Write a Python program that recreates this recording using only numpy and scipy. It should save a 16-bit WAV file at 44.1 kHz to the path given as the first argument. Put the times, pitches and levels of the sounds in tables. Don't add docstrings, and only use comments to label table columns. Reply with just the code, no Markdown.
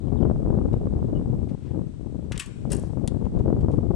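import sys
import numpy as np
from scipy import signal
from scipy.fft import rfft, irfft
from scipy.io import wavfile
from scipy.ndimage import uniform_filter1d

SR = 44100
rng = np.random.default_rng(int(sys.argv[2]) if len(sys.argv) > 2 else 0)


def dump_mix(stems):
    frames = np.atleast_2d(stems).T
    limited = np.clip(frames, -1, 1)
    pcm = np.round(limited * 32767).astype(np.int16)
    wavfile.write(sys.argv[1], SR, pcm)


N = 174195


def amp(db):
    return 10 ** (np.asarray(db) / 20)


def unit(x):
    return x / np.sqrt(np.mean(x ** 2) + 1e-20)


def read(points, hz):
    f, value = np.transpose(sorted(points))
    return np.interp(np.log(hz + 1), np.log(f + 1), value)


def follow(rows):
    return np.interp(np.arange(N) / SR, *np.transpose(rows))


def add(mix, start_s, sound):
    first = max(round(start_s * SR), 0)
    part = mix[..., first:][..., :sound.shape[-1]]
    part += sound[..., :part.shape[-1]]


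def pan(db):
    gains = amp(np.array([db, -db]).reshape(2, -1) / 2)
    return gains / gains.mean(0)


def sine(hz, t):
    return np.sin(2 * np.pi * hz * t)


BASS_EDGE_HZ = 39


def noise(colour, tilt_db_per_oct=0, size=8192):
    hz = np.fft.rfftfreq(size, 1 / SR) + 1
    tilt_db = tilt_db_per_oct * np.log2(np.maximum(hz, 1000) / 4000)
    gain = amp(read(colour, hz) + tilt_db) / (1 + (BASS_EDGE_HZ / hz) ** 2)
    phase = np.exp(2j * np.pi * rng.random(len(hz)))
    return unit(irfft(gain * phase, size))


def wander(rate_hz):
    hz = np.fft.rfftfreq(N, 1 / SR)
    band = hz / (hz + 4) / (1 + (hz / rate_hz) ** 2)
    return unit(irfft(rfft(rng.standard_normal(N)) * band, N))


def blows(rows, colour):
    out, t = np.zeros(N), np.arange(8192) / SR
    for start_s, level_db, rise_s, decay_s, tilt_db_per_oct in rows:
        rise = np.minimum(t / rise_s, 1)
        decay = np.exp(-np.maximum(t - rise_s, 0) / decay_s)
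        add(out, start_s, amp(level_db) * noise(colour, tilt_db_per_oct) * rise * decay)
    return out


RING_ROUGH, RING_FLUTTER_HZ, RING_RISE_S = .6, 60, 0.0025


def ring(start_s, modes, ring_db):
    out, t = np.zeros(N), np.arange(SR // 2) / SR
    body = np.zeros(len(t))
    for hz, mode_db, t60_s in modes:
        tone = np.sin(2 * np.pi * (hz * t + rng.random()))
        flutter = 1 + RING_ROUGH * wander(RING_FLUTTER_HZ)[:len(t)]
        body += amp(mode_db - 60 * t / t60_s) * tone * flutter
    add(out, start_s, amp(ring_db) * body * np.minimum(t / RING_RISE_S, 1))
    return out


# (frequency [Hz], relative density [dB per Hz])
AIR_COLOUR = [(300, 3.5), (900, 6), (1700, -1), (2600, -3), (3600, -3), (5000, -7), (9500, -7.5),
              (10400, -22), (11200, -49)]
AIR_DB, AIR_CORRELATION = -63.5, 0.064
WHINE_HZ, WHINE_DB = 7868, -82


def air():
    a, b = (noise(AIR_COLOUR, size=N) for _ in range(2))
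    other = AIR_CORRELATION * a + np.sqrt(1 - AIR_CORRELATION ** 2) * b
    hiss = amp(AIR_DB) * np.array([a, other]) * pan(db=4.5)
    return hiss + amp(WHINE_DB) * np.sqrt(2) * sine(WHINE_HZ, np.arange(N) / SR)


# (frequency [Hz], relative density [dB per Hz])
WIND_COLOUR = [(20, -12), (60, -0.5), (120, -1), (290, -7.5), (450, -14.5), (720, -26), (1100, -36.5),
               (1600, -52.5), (2500, -82), (6000, -104)]
# (time [s], level [dB])
GUSTS_LEFT = [(0, -28), (0.1, -19.5), (0.25, -15.5), (0.39, -23), (0.52, -17), (0.78, -21.5), (1.42, -21),
              (1.63, -31.5), (1.76, -21), (1.95, -33.5), (2.06, -28), (2.33, -27), (2.45, -36),
              (2.6, -30.5), (2.72, -20.5), (2.9, -27), (2.99, -22), (3.27, -21.5), (3.31, -31),
              (3.35, -18.5), (3.95, -18.5)]
# (time [s], level [dB])
GUSTS_RIGHT = [(0, -46), (0.19, -39), (0.28, -28), (0.85, -27.9), (1.4, -31), (1.65, -47), (1.78, -34),
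               (1.96, -48), (2.3, -39), (2.45, -49), (2.72, -33.3), (2.96, -45), (3.44, -27), (3.72, -27),
               (3.95, -39)]
LEFT_REF_DB, RIGHT_REF_DB = -17.5, -26
GUST_BRIGHT_DB_PER_DB_OCT = 0.22
EDDY_HZ, EDDY_DB, EDDY_GROWTH = 74.4, 3.5, 0.48
FLUTTER_HZ, FLUTTER_DB = 18, .9
LEVELLING_SAMPLES = 6500


def wind():
    hz = np.fft.rfftfreq(N, 1 / SR)
    centres_hz = np.geomspace(30, 3840, 8)
    ports = []
    for gusts, ref_db in ((GUSTS_LEFT, LEFT_REF_DB), (GUSTS_RIGHT, RIGHT_REF_DB)):
        level_db = follow(gusts)
        shape = amp(read(WIND_COLOUR, hz)) * hz / (hz + 5)
        spectrum = rfft(unit(irfft(rfft(rng.standard_normal(N)) * shape, N)))
        eddies_db = EDDY_DB * 2 * np.tanh(wander(EDDY_HZ) / 2)
        eddies_db = eddies_db + FLUTTER_DB * wander(FLUTTER_HZ)
        port = np.zeros(N)
        for centre_hz, pick in zip(centres_hz, np.eye(len(centres_hz))):
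            band = irfft(spectrum * read(list(zip(centres_hz, pick)), hz), N)
            depth = (min(centre_hz, 1500) / 150) ** EDDY_GROWTH
            octaves = np.log2(max(centre_hz / 150, 1))
            bright_db = (level_db - ref_db) * GUST_BRIGHT_DB_PER_DB_OCT * octaves
            port += band * unit(amp(eddies_db * depth)) * amp(bright_db)
        running_rms = np.sqrt(uniform_filter1d(port ** 2, size=LEVELLING_SAMPLES))
        ports.append(port / running_rms * amp(level_db))
    return np.array(ports)


# (time [s], peak, mean of both ports [dB], left minus right [dB])
BUFFETS = [(0.121, -26.5, 16.5), (.190, -27, 15), (0.253, -15.5, 24), (.300, -16, 20), (0.361, -23, 17),
           (.463, -20.5, 23), (.504, -17, 7), (0.588, -18, 9), (.741, -16.5, 11), (.871, -21, -26),
           (1.028, -22, -35), (1.214, -25.5, 2), (2.314, -24.5, 16), (2.654, -22, 17), (2.837, -22.5, 8),
           (2.934, -26.5, 18), (2.973, -22, 20), (3.481, -16.5, 6), (3.503, -18.5, 18), (3.528, -15.5, 11),
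           (3.566, -21.5, 18), (3.685, -15.5, 16), (3.835, -24, 27), (3.915, -20.5, 8)]
BUFFET_S, BUFFET_EDGE_S = 0.0011, 0.0003


def buffets():
    out, t = np.zeros((2, N)), np.arange(-441, 442) / SR
    for time_s, peak_db, side_db in BUFFETS:
        width_s = BUFFET_S * rng.uniform(1.0, 1.02)
        puff = np.tanh(t / BUFFET_EDGE_S) / np.cosh(t / width_s)
        add(out, time_s + t[0], amp(peak_db) * pan(side_db) * puff / puff.max())
    return out


# (frequency [Hz], relative density [dB per Hz])
TAIL_COLOUR = [(500, 3.5), (1200, 8.5), (3000, -1), (6000, -3), (9800, -8), (11500, -32)]
NEAR_DB, NEAR_T60_S = -8, 0.14
FAR_DB, FAR_T60_S, FAR_TILT_DB_PER_OCT = -11, 1, 0.2
TAIL_RISE_S = 0.013


def tail(x, t60_s, tilt_db_per_oct):
    t = np.arange(SR) / SR
    h = noise(TAIL_COLOUR, tilt_db_per_oct, size=SR) * amp(-60 * t / t60_s)
    h *= np.minimum(t / TAIL_RISE_S, 1)
    return signal.fftconvolve(x, h / np.linalg.norm(h))[:N] / np.sqrt(2)


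def field(x):
    sides = []
    for _ in range(2):
        near = amp(NEAR_DB) * tail(x, NEAR_T60_S, 0)
        far = amp(FAR_DB) * tail(x, FAR_T60_S, FAR_TILT_DB_PER_OCT)
        sides.append(near + far)
    return np.array(sides)


# (time [s], level [dB])
CALLS = [(.017, -63), (.167, -60)]
# (time after its start [s], pitch [Hz], relative level [dB])
CALL_SHAPE = [(0, 4100, -6), (.005, 3900, -3), (.025, 2900, -11), (.033, 3200, -11), (.037, 4100, -6),
              (.040, 4800, -16), (.049, 4950, -10), (.053, 4200, -20), (.057, 3500, -3), (.066, 3000, 1),
              (.073, 2600, -13), (.085, 2150, -9)]
# (time [s], length [s], pitch [Hz], level [dB])
PEEPS = [(1.145, .026, 2950, -58), (1.161, 0.021, 2900, -59.5)]
CALL_ROUGH, CALL_FLUTTER_HZ = .4, 170


def birds():
    out = np.zeros(N)
    at_s, pitch_hz, shape_db = np.transpose(CALL_SHAPE)
    t = np.arange(0, at_s[-1], 1 / SR)
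    phase = 2 * np.pi * np.cumsum(np.interp(t, at_s, pitch_hz)) / SR
    call = amp(np.interp(t, at_s, shape_db)) * np.sin(phase) * signal.windows.tukey(len(t), .1)
    for start_s, level_db in CALLS:
        add(out, start_s, amp(level_db) * call)
    for start_s, length_s, hz, level_db in PEEPS:
        t = np.arange(0, length_s, 1 / SR)
        add(out, start_s, amp(level_db) * np.hanning(len(t)) * sine(hz, t))
    return out * (1 + CALL_ROUGH * wander(CALL_FLUTTER_HZ))


# (time [s], level [dB], rise [s], decay [s], tilt [dB per octave])
RUSTLES = [(.73, -54.5, .0025, .004, 0), (1.485, -59, .008, .015, 0), (3.248, -57, .003, .012, -2),
           (3.388, -59, .003, .01, 0), (3.605, -59, .004, .01, 2), (3.711, -62, .003, .035, 4)]
# (frequency [Hz], relative density [dB per Hz])
RUSTLE_COLOUR = [(500, 3), (2500, 10.5), (5000, 2), (9500, 0.5), (11000, -44)]


def rustles():
    return blows(RUSTLES, RUSTLE_COLOUR)


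# (time [s], level [dB], rise [s], decay [s], tilt [dB per octave])
KNOCKS = [(3.0757, -30.5, .0008, .0032, -.3), (3.0802, -41, .001, .003, 1.5)]
# (frequency [Hz], relative density [dB per Hz])
KNOCK_COLOUR = [(500, -14), (1600, -7), (2030, -3), (2500, -11), (4100, 1), (5500, -9), (7000, -3),
                (9600, -1), (10500, -8), (11200, -20), (14400, -36)]


def knock():
    return blows(KNOCKS, KNOCK_COLOUR)


# (time [s], length [s], level [dB])
SLIDES = [(1.499, 0.24, -67), (2.34, 0.031, -46.5)]
# (frequency [Hz], relative density [dB per Hz])
SLIDE_COLOUR = [(600, -10), (1300, -1), (2300, 0), (4000, -8), (9000, -18), (11500, -45)]


def slides():
    out = np.zeros(N)
    for start_s, length_s, level_db in SLIDES:
        u = np.arange(0, length_s, 1 / SR) / length_s
        swell = np.sin(np.pi * u ** 2)
        add(out, start_s, amp(level_db) * swell * noise(SLIDE_COLOUR, size=len(u)))
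    return out


# (time [s], level [dB])
RATTLES = [(2.718, -25), (2.7304, -27.5), (2.749, -31.5), (2.7664, -35.5), (2.797, -39.5), (2.8278, -48.5)]
# (frequency [Hz], relative density [dB per Hz])
RATTLE_COLOUR = [(2000, -30), (6800, -21), (7600, -5.5), (8700, 6), (9400, -6), (10200, -9), (11300, -40)]
RATTLE_RISE_S, RATTLE_DECAY_S = .0004, 0.0024


def rattle():
    rows = [(s, db, RATTLE_RISE_S, RATTLE_DECAY_S, 0) for s, db in RATTLES]
    return blows(rows, RATTLE_COLOUR)


# (time [s], level [dB], rise [s], decay [s], tilt [dB per octave])
SECOND_BOW = [(2.700, -46.5, 0.0035, .075, -2), (2.717, -34, 0.0052, 0.0095, -1),
              (2.7305, -31.5, 0.0021, 0.0035, -2)]
# (frequency [Hz], relative density [dB per Hz])
SECOND_COLOUR = [(500, -4), (1200, -13), (2300, -13), (2750, -11.5), (3600, -15), (4600, -9.5), (7000, -7),
                 (8600, -6.5), (10400, -5.5), (11600, -31), (13100, -12), (14400, -40)]
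# (frequency [Hz], relative level [dB], t60 [s])
SECOND_MODES = [(950, 2, .06), (2780, 2, .09), (4750, -4, .06)]
SECOND_RING_S, SECOND_RING_DB = 2.724, -45


def second_bow():
    return blows(SECOND_BOW, SECOND_COLOUR), ring(SECOND_RING_S, SECOND_MODES, SECOND_RING_DB)


# (time [s], level [dB], rise [s], decay [s], tilt [dB
FIRST_BOW = [(2.3195, -34.5, .001, 0.0078, -1), (2.3772, -27.5, 0.00048, 0.002, 2.5),
             (2.3945, -32.5, 0.0018, 0.0061, 5.5), (2.398, -32, 0.00055, 0.012, 2.5),
             (2.418, -48, 0.0034, 0.022, 4), (2.459, -47.5, 0.0016, 0.0089, 4)]
# (frequency [Hz], relative density [dB per Hz])
FIRST_COLOUR = [(550, -30), (900, -16), (1130, -7), (1450, -8), (2360, -4.5), (2680, -1), (3300, -6),
                (5100, -13), (7000, -10), (7900, -6), (9000, -13), (10300, -13), (11400, -24), (14400, -38)]
# (frequency [Hz], relative level [dB], t60 [s])
FIRST_MODES = [(1136, -4, .24), (1765, -3, .24), (1890, -3, .18), (2245, -3, .2), (2625, 13, .05),
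               (2760, 1, .11), (3050, 4, .06), (7900, 10, .07)]
FIRST_RING_S, FIRST_RING_DB = 2.397, -43


def first_bow():
    return blows(FIRST_BOW, FIRST_COLOUR), ring(FIRST_RING_S, FIRST_MODES, FIRST_RING_DB)


BOW_PAN_DB = 8
SCATTER_DB, SCATTER_S = -0.5, 0.0016
SHADE_HZ, SHADE_WIDTH_HZ, SHADE_DB = 6460, 1000, -6.5


def place(x, side_db):
    t, hz = np.arange(512) / SR, np.fft.rfftfreq(N, 1 / SR)
    h = rng.standard_normal(len(t)) * np.exp(-t / SCATTER_S)
    right = x + amp(SCATTER_DB) * signal.fftconvolve(x, h / np.linalg.norm(h))[:N]
    shade_db = SHADE_DB * (1 + np.tanh((hz - SHADE_HZ) / SHADE_WIDTH_HZ)) / 2
    right = irfft(rfft(right) * amp(shade_db), N)
    return np.array([x, right]) * pan(side_db)


def scene():
    background = air() + wind() + buffets()
    small = birds() + rustles()
    hits = knock() + rattle()
    second_crack, second_ring = second_bow()
    first_crack, first_ring = first_bow()
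    shots = first_crack + second_crack + slides()
    echoes = field(shots + small + .5 * hits) * pan(db=6.0)
    direct = place(shots + first_ring + second_ring + hits, BOW_PAN_DB)
    return background + small * pan(db=10.0) + echoes + direct


CUT_HZ = 14600


def record(dry):
    lowpass = signal.firwin(511, CUT_HZ, window=("kaiser", 9), fs=SR)
    return signal.oaconvolve(dry, lowpass[None], "same")


dry = scene()
out = record(dry)
dump_mix(out)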